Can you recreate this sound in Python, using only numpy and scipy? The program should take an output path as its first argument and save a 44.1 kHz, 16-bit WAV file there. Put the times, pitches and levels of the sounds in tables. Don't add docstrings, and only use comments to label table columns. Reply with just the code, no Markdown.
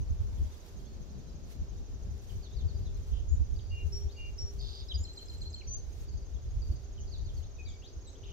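import sys
import numpy as np
from scipy import signal
from scipy.fft import rfft, irfft
from scipy.io import wavfile
from scipy.ndimage import uniform_filter1d

SR = 44100
rng = np.random.default_rng(int(sys.argv[2]) if len(sys.argv) > 2 else 0)


def materialize(psi):
    bounded = np.clip(np.atleast_2d(psi).T, -1, 1)
    quanta = np.round(bounded * 32767).astype(np.int16)
    wavfile.write(sys.argv[1], SR, quanta)


N = 366912
TIME_S, BIN_HZ = np.arange(N) / SR, np.arange(N // 2 + 1) * SR / N

# (time [s], level [dB], left minus right [dB])
GUSTS = [(0, -31.5, 5.5), (.45, -37, 0.5), (.56, -45.5, -5), (.86, -48, 0.5), (1, -43, 6), (1.5, -42.5, 2),
         (1.7, -39, 3), (2.7, -36.5, 4.5), (3.35, -31.5, -4.5), (3.6, -35, -4.5), (4.9, -40.5, 3.5),
         (5.2, -44, 2.5), (5.8, -37, -2), (6.25, -39, 3), (6.65, -33, -2), (6.85, -41.5, -1),
         (7.4, -39, 1.5), (7.5, -44.5, 2), (8.32, -42.5, -1)]
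# (frequency [Hz], density [dB])
BUFFET_SPECTRUM = [(12, -18), (30, -2.5), (60, 1.5), (85, -2), (125, -14.5), (190, -39), (400, -70.5)]
# (time [s], level [dB])
FLUTTER_LEVELS = [(0, -53), (.7, -62), (1.15, -48.5), (1.7, -55), (3.35, -57.5), (4.9, -65.5), (5.6, -60),
                  (8.32, -66.5)]
# (time [s], peak [dB], left minus right [dB])
BIG_EDDIES = [(0.096, -27.5, -14.5), (0.195, -26.5, -9), (0.404, -24, 1), (1.605, -28, 2), (2.642, -23, 8),
              (3.119, -26.5, -15), (3.317, -22.5, 16), (3.4, -20, -8), (3.85, -31, 19), (4.05, -30.5, 12),
              (4.944, -26, 5.5), (4.996, -25, -1), (6.695, -24.5, -4.5)]


def wind():
    gust_db, pan_db = curve(GUSTS)
    flutter_db, = curve(FLUTTER_LEVELS)
    shared = rng.standard_normal(N)
    bunching = undb(3.3 * walk(24))
    ports = []
    for side in (.5, -.5):
        eddies = (rng.standard_normal(N) + .4 * shared) * bunching
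        rumble = unit(colour(eddies, BUFFET_SPECTRUM)) * undb(gust_db + side * pan_db)
        flutter_gain = undb(flutter_db + side * pan_db)
        for s, peak_db, balance_db in BIG_EDDIES:
            phase, thump_hz = rng.random(), rng.uniform(56, 86)
            span = slice(max(int((s - .1) * SR), 0), int((s + .2) * SR))
            t = TIME_S[span]
            push = undb(peak_db + side * balance_db) * bell(t - s - .015, .02)
            rumble[span] += push * np.sin(2 * np.pi * (thump_hz * t + phase))
            flutter_gain[span] += undb(-30) * push
        ports.append(rumble + flutter_gain * resonate(eddies, hz=162, width_hz=142))
    return np.array(ports)


# (time [s], length [s], start [Hz], end [Hz], level [dB])
SPARROW_NOTES = [(3.28, 0.1, 6680, 7140, -58.5), (4.883, 0.0092, 4720, 5400, -49.5),
                 (4.886, 0.051, 4090, 3570, -46.5), (4.909, 0.019, 3640, 2840, -40),
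                 (4.938, 0.029, 4900, 4870, -43), (4.969, 0.082, 6670, 7320, -52.5),
                 (5.602, 0.027, 3290, 1960, -57.5), (5.669, 0.038, 5800, 6400, -47),
                 (5.698, 0.074, 6120, 6350, -42.5)]
# (delay [s], length [s], start [Hz], end [Hz], level [dB])
OPENING_NOTES = [(-.005, 0.17, 2815, 2785, -50), (0.22, 0.0143, 4830, 6000, -52.5),
                 (0.225, 0.11, 5586, 5600, -44.5)]
OPENINGS_S = [3.7, 4.158]
# (delay [s], length [s], start [Hz], end [Hz], level [dB])
TRILL_NOTES = [(-.007, 0.0075, 5160, 4850, -54.5), (0, 0.022, 4277, 4020, -45.5),
               (0.016, 0.078, 4180, 4090, -53), (0.018, 0.0204, 3510, 2880, -61.5),
               (0.086, 0.014, 7950, 7200, -58), (0.11, 0.07, 7800, 6900, -65)]


def sparrow():
    trill_s, period_s, hoarse_above_hz = 5.0448, .1223, 6500
    trill = repeat(trill_s + period_s * np.arange(5), TRILL_NOTES)[:-2]
    low = [note for note in SPARROW_NOTES if note[2] <= hoarse_above_hz]
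    high = [note for note in SPARROW_NOTES if note[2] > hoarse_above_hz]
    clear = whistle(low + repeat(OPENINGS_S, OPENING_NOTES), flutter_db=.63, taper=.55, rasp=0)
    hoarse = whistle(high + trill, flutter_db=1, taper=.97, rasp=.55)
    return place(clear + hoarse + buzz(), lag_ms=.41, pan_db=-.5, wet_db=-5.5, t60_s=.28)


# (time [s], length [s], centre [Hz], resonance width [Hz], level [dB])
BUZZ_NOTES = [(3.106, 0.12, 3230, 725, -63.5), (3.71, 0.13, 2430, 250, -68), (4.138, 0.18, 2370, 250, -69),
              (4.581, 0.25, 4700, 840, -53.5), (4.592, 0.26, 3670, 613, -56.5),
              (6.985, 0.064, 6270, 400, -58), (8.227, 0.11, 3100, 1000, -61.5)]


def buzz():
    out, ramp_s = 0, .023
    for s, length_s, hz, width_hz, db in BUZZ_NOTES:
        pulses = np.sqrt(.5 + .5 * np.cos(radians(140 + 12 * walk(30))))
        voice = resonate(pulses * rng.standard_normal(N), hz, width_hz)
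        envelope = np.clip(np.minimum(TIME_S - s, s + length_s - TIME_S) / ramp_s, 0, 1)
        out += undb(db) * envelope * voice
    return out


# (time [s], end [Hz], level [dB])
SWEEP_NOTES = [(2.42, 3180, -59), (2.558, 2780, -61), (2.673, 3600, -62.5), (7.111, 3320, -57.5),
               (7.16, 3600, -65), (7.243, 2900, -61.5), (7.36, 3700, -66.5)]
# (time [s], length [s], start [Hz], end [Hz], level [dB], side [left/right])
TWITTER_NOTES = [(2.291, 0.019, 3320, 2930, -60.5, "right"), (2.511, 0.042, 3500, 4000, -65.5, "left"),
                 (2.732, 0.05, 5050, 4580, -68, "right"), (2.85, 0.035, 4200, 3370, -63.5, "left"),
                 (2.811, 0.022, 4900, 4370, -66, "right"), (3.589, 0.011, 4080, 2930, -61, "left"),
                 (4.09, 0.026, 3350, 4350, -67, "left"), (6.974, 0.021, 3290, 2780, -63, "right"),
                 (7.423, 0.037, 2780, 4600, -65.5, "right"), (7.582, 0.045, 2560, 2480, -62, "right"),
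                 (7.65, 0.13, 2300, 2270, -69.5, "right"), (7.661, 0.055, 4070, 3100, -60.5, "left"),
                 (7.684, 0.026, 7470, 6200, -62, "right"), (7.817, 0.064, 2550, 4900, -64, "left"),
                 (7.842, 0.052, 2970, 5180, -62.5, "left"), (8.056, 0.023, 4300, 3600, -63, "left"),
                 (8.071, 0.012, 8000, 7250, -63, "right"), (8.078, .017, 3680, 4260, -61, "left"),
                 (8.154, 0.011, 3050, 3750, -60.5, "left"), (8.233, 0.014, 2800, 3800, -61.5, "left")]
CHIP_ONSETS_S = [3.5574, 4.1187, 5.633, 6.08, 6.6172, 7.0684, 7.649]


def far_birds():
    top_hz, fall_hz_per_s = 5010, 31000
    sweeps = [(s, (top_hz - hz) / fall_hz_per_s, top_hz, hz, db) for s, hz, db in SWEEP_NOTES]
    chip_period_s, chip_db, fade_db = .046, -60.5, 2
    run = [(k * chip_period_s, .018, 4930, 4420, chip_db - k * fade_db) for k in range(4)]
    right = [note[:-1] for note in TWITTER_NOTES if note[-1] == "right"]
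    left = [note[:-1] for note in TWITTER_NOTES if note[-1] == "left"]
    right_song = whistle(sweeps + right, flutter_db=2, taper=.33)
    out = place(right_song, lag_ms=.4, pan_db=-1.2, wet_db=-1.5, t60_s=.3)
    left_song = whistle(left, flutter_db=1.65, taper=.11)
    out += place(left_song, lag_ms=.32, pan_db=3.8, wet_db=-1.5, t60_s=.25)
    chips = whistle(repeat(CHIP_ONSETS_S, run), flutter_db=1.4, taper=.45)
    return out + place(chips, lag_ms=.28, pan_db=-.72, wet_db=-1.5, t60_s=.26)


# (chirp rate [1/s], start phase [cycles], pitch [Hz])
CRICKET_VOICES = [(11.95, .75, 6170), (11.96, .1, 6380)]
# (time [s], first [dB], second [dB])
CRICKET_LEVELS = [(0, -74, -92), (3, -74.5, -84), (4.5, -75, -75), (5.6, -84, -74.5), (7, -78, -73),
                  (7.5, -73, -73), (8.32, -72.5, -73)]


def crickets():
    out = 0
    for (rate_hz, phase, hz), db in zip(CRICKET_VOICES, curve(CRICKET_LEVELS)):
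        cycle = (rate_hz * TIME_S + phase + .5) % 1 - .5
        strokes = bell(cycle, .12) * (1 + .6 * np.cos(2 * np.pi * 14 * cycle))
        tone = np.sin(radians(hz - 900 * cycle + 25 * walk(25) + 90 * walk(300)))
        chirps = unit(strokes * tone) * undb(db + 1.2 * walk(15))
        out += place(chirps, lag_ms=.43, pan_db=-1, wet_db=.5, t60_s=.09)
    return out


# (peak time [s], length [s], level [dB])
FOOTSTEPS = [(0.643, 0.47, -74.5), (1.524, 0.075, -65), (2.32, 0.2, -70.5), (3.095, 0.12, -75),
             (3.953, 0.25, -75.5), (4.545, 0.077, -73), (4.66, 0.99, -79), (5.317, 0.41, -76.5),
             (6.016, 0.15, -71.5), (6.726, 0.071, -74), (7.39, 0.071, -71.5)]
# (time [s], peak [dB])
STALK_SNAPS = [(2.374, -61), (4.991, -47)]
# (frequency [Hz], density [dB])
GRASS_SPECTRUM = [(500, -7), (2000, -2), (4000, 0), (9000, -6.5), (12500, -7), (16000, -10)]


def walker():
    effort = undb(-78.5 - .57 * TIME_S + 1.5 * walk(1.89))
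    for s, length_s, db in FOOTSTEPS:
        steepness = np.where(TIME_S < s, 1.6, 3)
        effort += undb(db) * bell(steepness * (TIME_S - s), length_s)
    effort *= undb(1.8 * walk(60))
    grains = [rng.standard_normal(N) * undb(2.5 * rng.exponential(size=N)) for _ in range(3)]
    near, *diffuse = (effort * unit(colour(g, GRASS_SPECTRUM)) for g in grains)
    for s, db in STALK_SNAPS:
        decay = (TIME_S > s) * np.exp(-np.abs(TIME_S - s) / .0008)
        near += undb(db) * decay * unit(colour(rng.standard_normal(N), GRASS_SPECTRUM))
    direct = np.array([near, np.roll(near, round(.00016 * SR))])
    return (direct + undb(2) * np.array(diffuse)) * undb([[-1], [1]])


def chatter():
    draws = rng.uniform([0, 3200, -.7], [8.2, 5100, .3], (160, 3))
    notes = [(s, .025, hz, hz * (1 + .25 * glide), -75) for s, hz, glide in draws]
    return place(whistle(notes, flutter_db=3, taper=1), lag_ms=-.25, pan_db=0, wet_db=0, t60_s=.3)


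# (frequency [Hz], density [dB])
AMBIENCE_SPECTRUM = [(70, -49), (130, -15.5), (400, -10.5), (810, -19), (950, -22), (2150, -30.5),
                     (3000, -30), (5200, -27), (7000, -26.5), (8100, -53.5), (15600, -46)]
# (frequency [Hz], shared power [0-1])
AMBIENCE_COHERENCE = [(330, 1), (600, 0.5), (1500, 0.022), (5000, 0.35)]


def ambience():
    share = np.clip(per_bin(AMBIENCE_COHERENCE), 0, 1)
    common = rfft(rng.standard_normal(N))
    left_lag_s = .000365 * np.minimum(BIN_HZ / 900, 1)
    arrivals = np.array([common * np.exp(-2j * np.pi * BIN_HZ * left_lag_s), common])
    ports = np.sqrt(share) * arrivals + np.sqrt(1 - share) * rfft(rng.standard_normal((2, N)))
    blur = irfft(ports * undb(per_bin(AMBIENCE_SPECTRUM)), N)
    return unit(blur) * undb(-59 + .33 * walk(1.86))


# (time [s], level [dB])
DRONE_SWELLS = [(4, -59), (4.52, -62)]


def drone(hz=398, base_db=-69, half_swell_s=.13):
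    tone = unit(np.sin(radians(hz + 3 * walk(12)))) * undb(3 * walk(4))
    swells = sum(undb(db) * bell(TIME_S - s, half_swell_s) for s, db in DRONE_SWELLS)
    return tone * (undb(base_db) + swells)


def vehicle():
    hiss = unit(band(rng.standard_normal((2, N)), hz=860, width_hz=400))
    return hiss * undb(-67) * bell(TIME_S - .4, .46)


def whistle(notes, flutter_db, taper, rasp=.4):
    out = np.zeros(N + SR)
    waver = 1 + (.003 + .022 * rasp) * walk(350)
    for s, length_s, start_hz, end_hz, db in notes:
        k, n = int(s * SR), int(length_s * SR)
        t = np.arange(n) / SR
        held = length_s > .08
        scooped = held and start_hz > 4000
        hz = np.linspace(start_hz, end_hz, n) * (1 - scooped * .04 * np.exp(-t / .0045))
        envelope = signal.windows.tukey(n, taper * (.3 if scooped else 1))
        envelope *= undb(db - 6 * held * t / length_s)
        out[k:k + n] += np.sqrt(2) * envelope * np.sin(radians(hz * waver[k:k + n]))
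    return out[:N] * undb(flutter_db * walk(60)) * undb(6 * rasp * walk(300))


def place(x, lag_ms, pan_db, wet_db, t60_s):
    t = np.arange(int(.4 * SR)) / SR
    tail = rng.standard_normal((2, len(t))) * 1000 ** (-t / t60_s)
    echo = int(.052 * SR)
    tail[:, echo:echo + 40] *= 5.5
    wet = signal.fftconvolve(x[None], tail / np.linalg.norm(tail[0]), axes=1)[:, :N]
    direct = np.array([np.roll(x, round(lag_ms * SR / 1000)), x])
    return (direct + undb(wet_db) * wet) * undb([[pan_db / 2], [-pan_db / 2]])


def repeat(onsets_s, notes):
    return [(s + delay_s, *note) for s in onsets_s for delay_s, *note in notes]


def undb(db):
    return 10 ** (np.asarray(db) / 20)


def unit(x):
    return x / np.sqrt(np.mean(x ** 2))


def bell(x, half_width):
    return np.exp(-(x / half_width) ** 2)


def radians(hz):
    return 2 * np.pi * np.cumsum(hz) / SR


def curve(rows):
    s, *columns = np.transpose(rows)
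    return [np.interp(TIME_S, s, column) for column in columns]


def per_bin(points):
    hz, value = np.transpose(points)
    return np.interp(np.log(BIN_HZ + 1), np.log(hz), value)


def colour(x, spectrum):
    return irfft(rfft(x) * undb(per_bin(spectrum)), N)


def band(x, hz, width_hz):
    return signal.lfilter(*signal.iirpeak(hz, hz / width_hz, SR), x)


def resonate(x, hz, width_hz):
    return unit(band(band(x, hz, width_hz), hz, width_hz))


def walk(rate_hz):
    k = int(SR / rate_hz)
    held = np.repeat(rng.standard_normal(N // k + 1), k)
    return 1.3 * uniform_filter1d(uniform_filter1d(held, k), k)[:N]


def scene():
    return (wind() + ambience() + drone() + vehicle()
            + sparrow() + far_birds() + chatter() + crickets() + walker())


def record(dry):
    cutoff_hz = 15620
    return signal.sosfilt(signal.ellip(10, .2, 70, cutoff_hz, fs=SR, output="sos"), dry)


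dry = scene()
out = record(dry)
materialize(out)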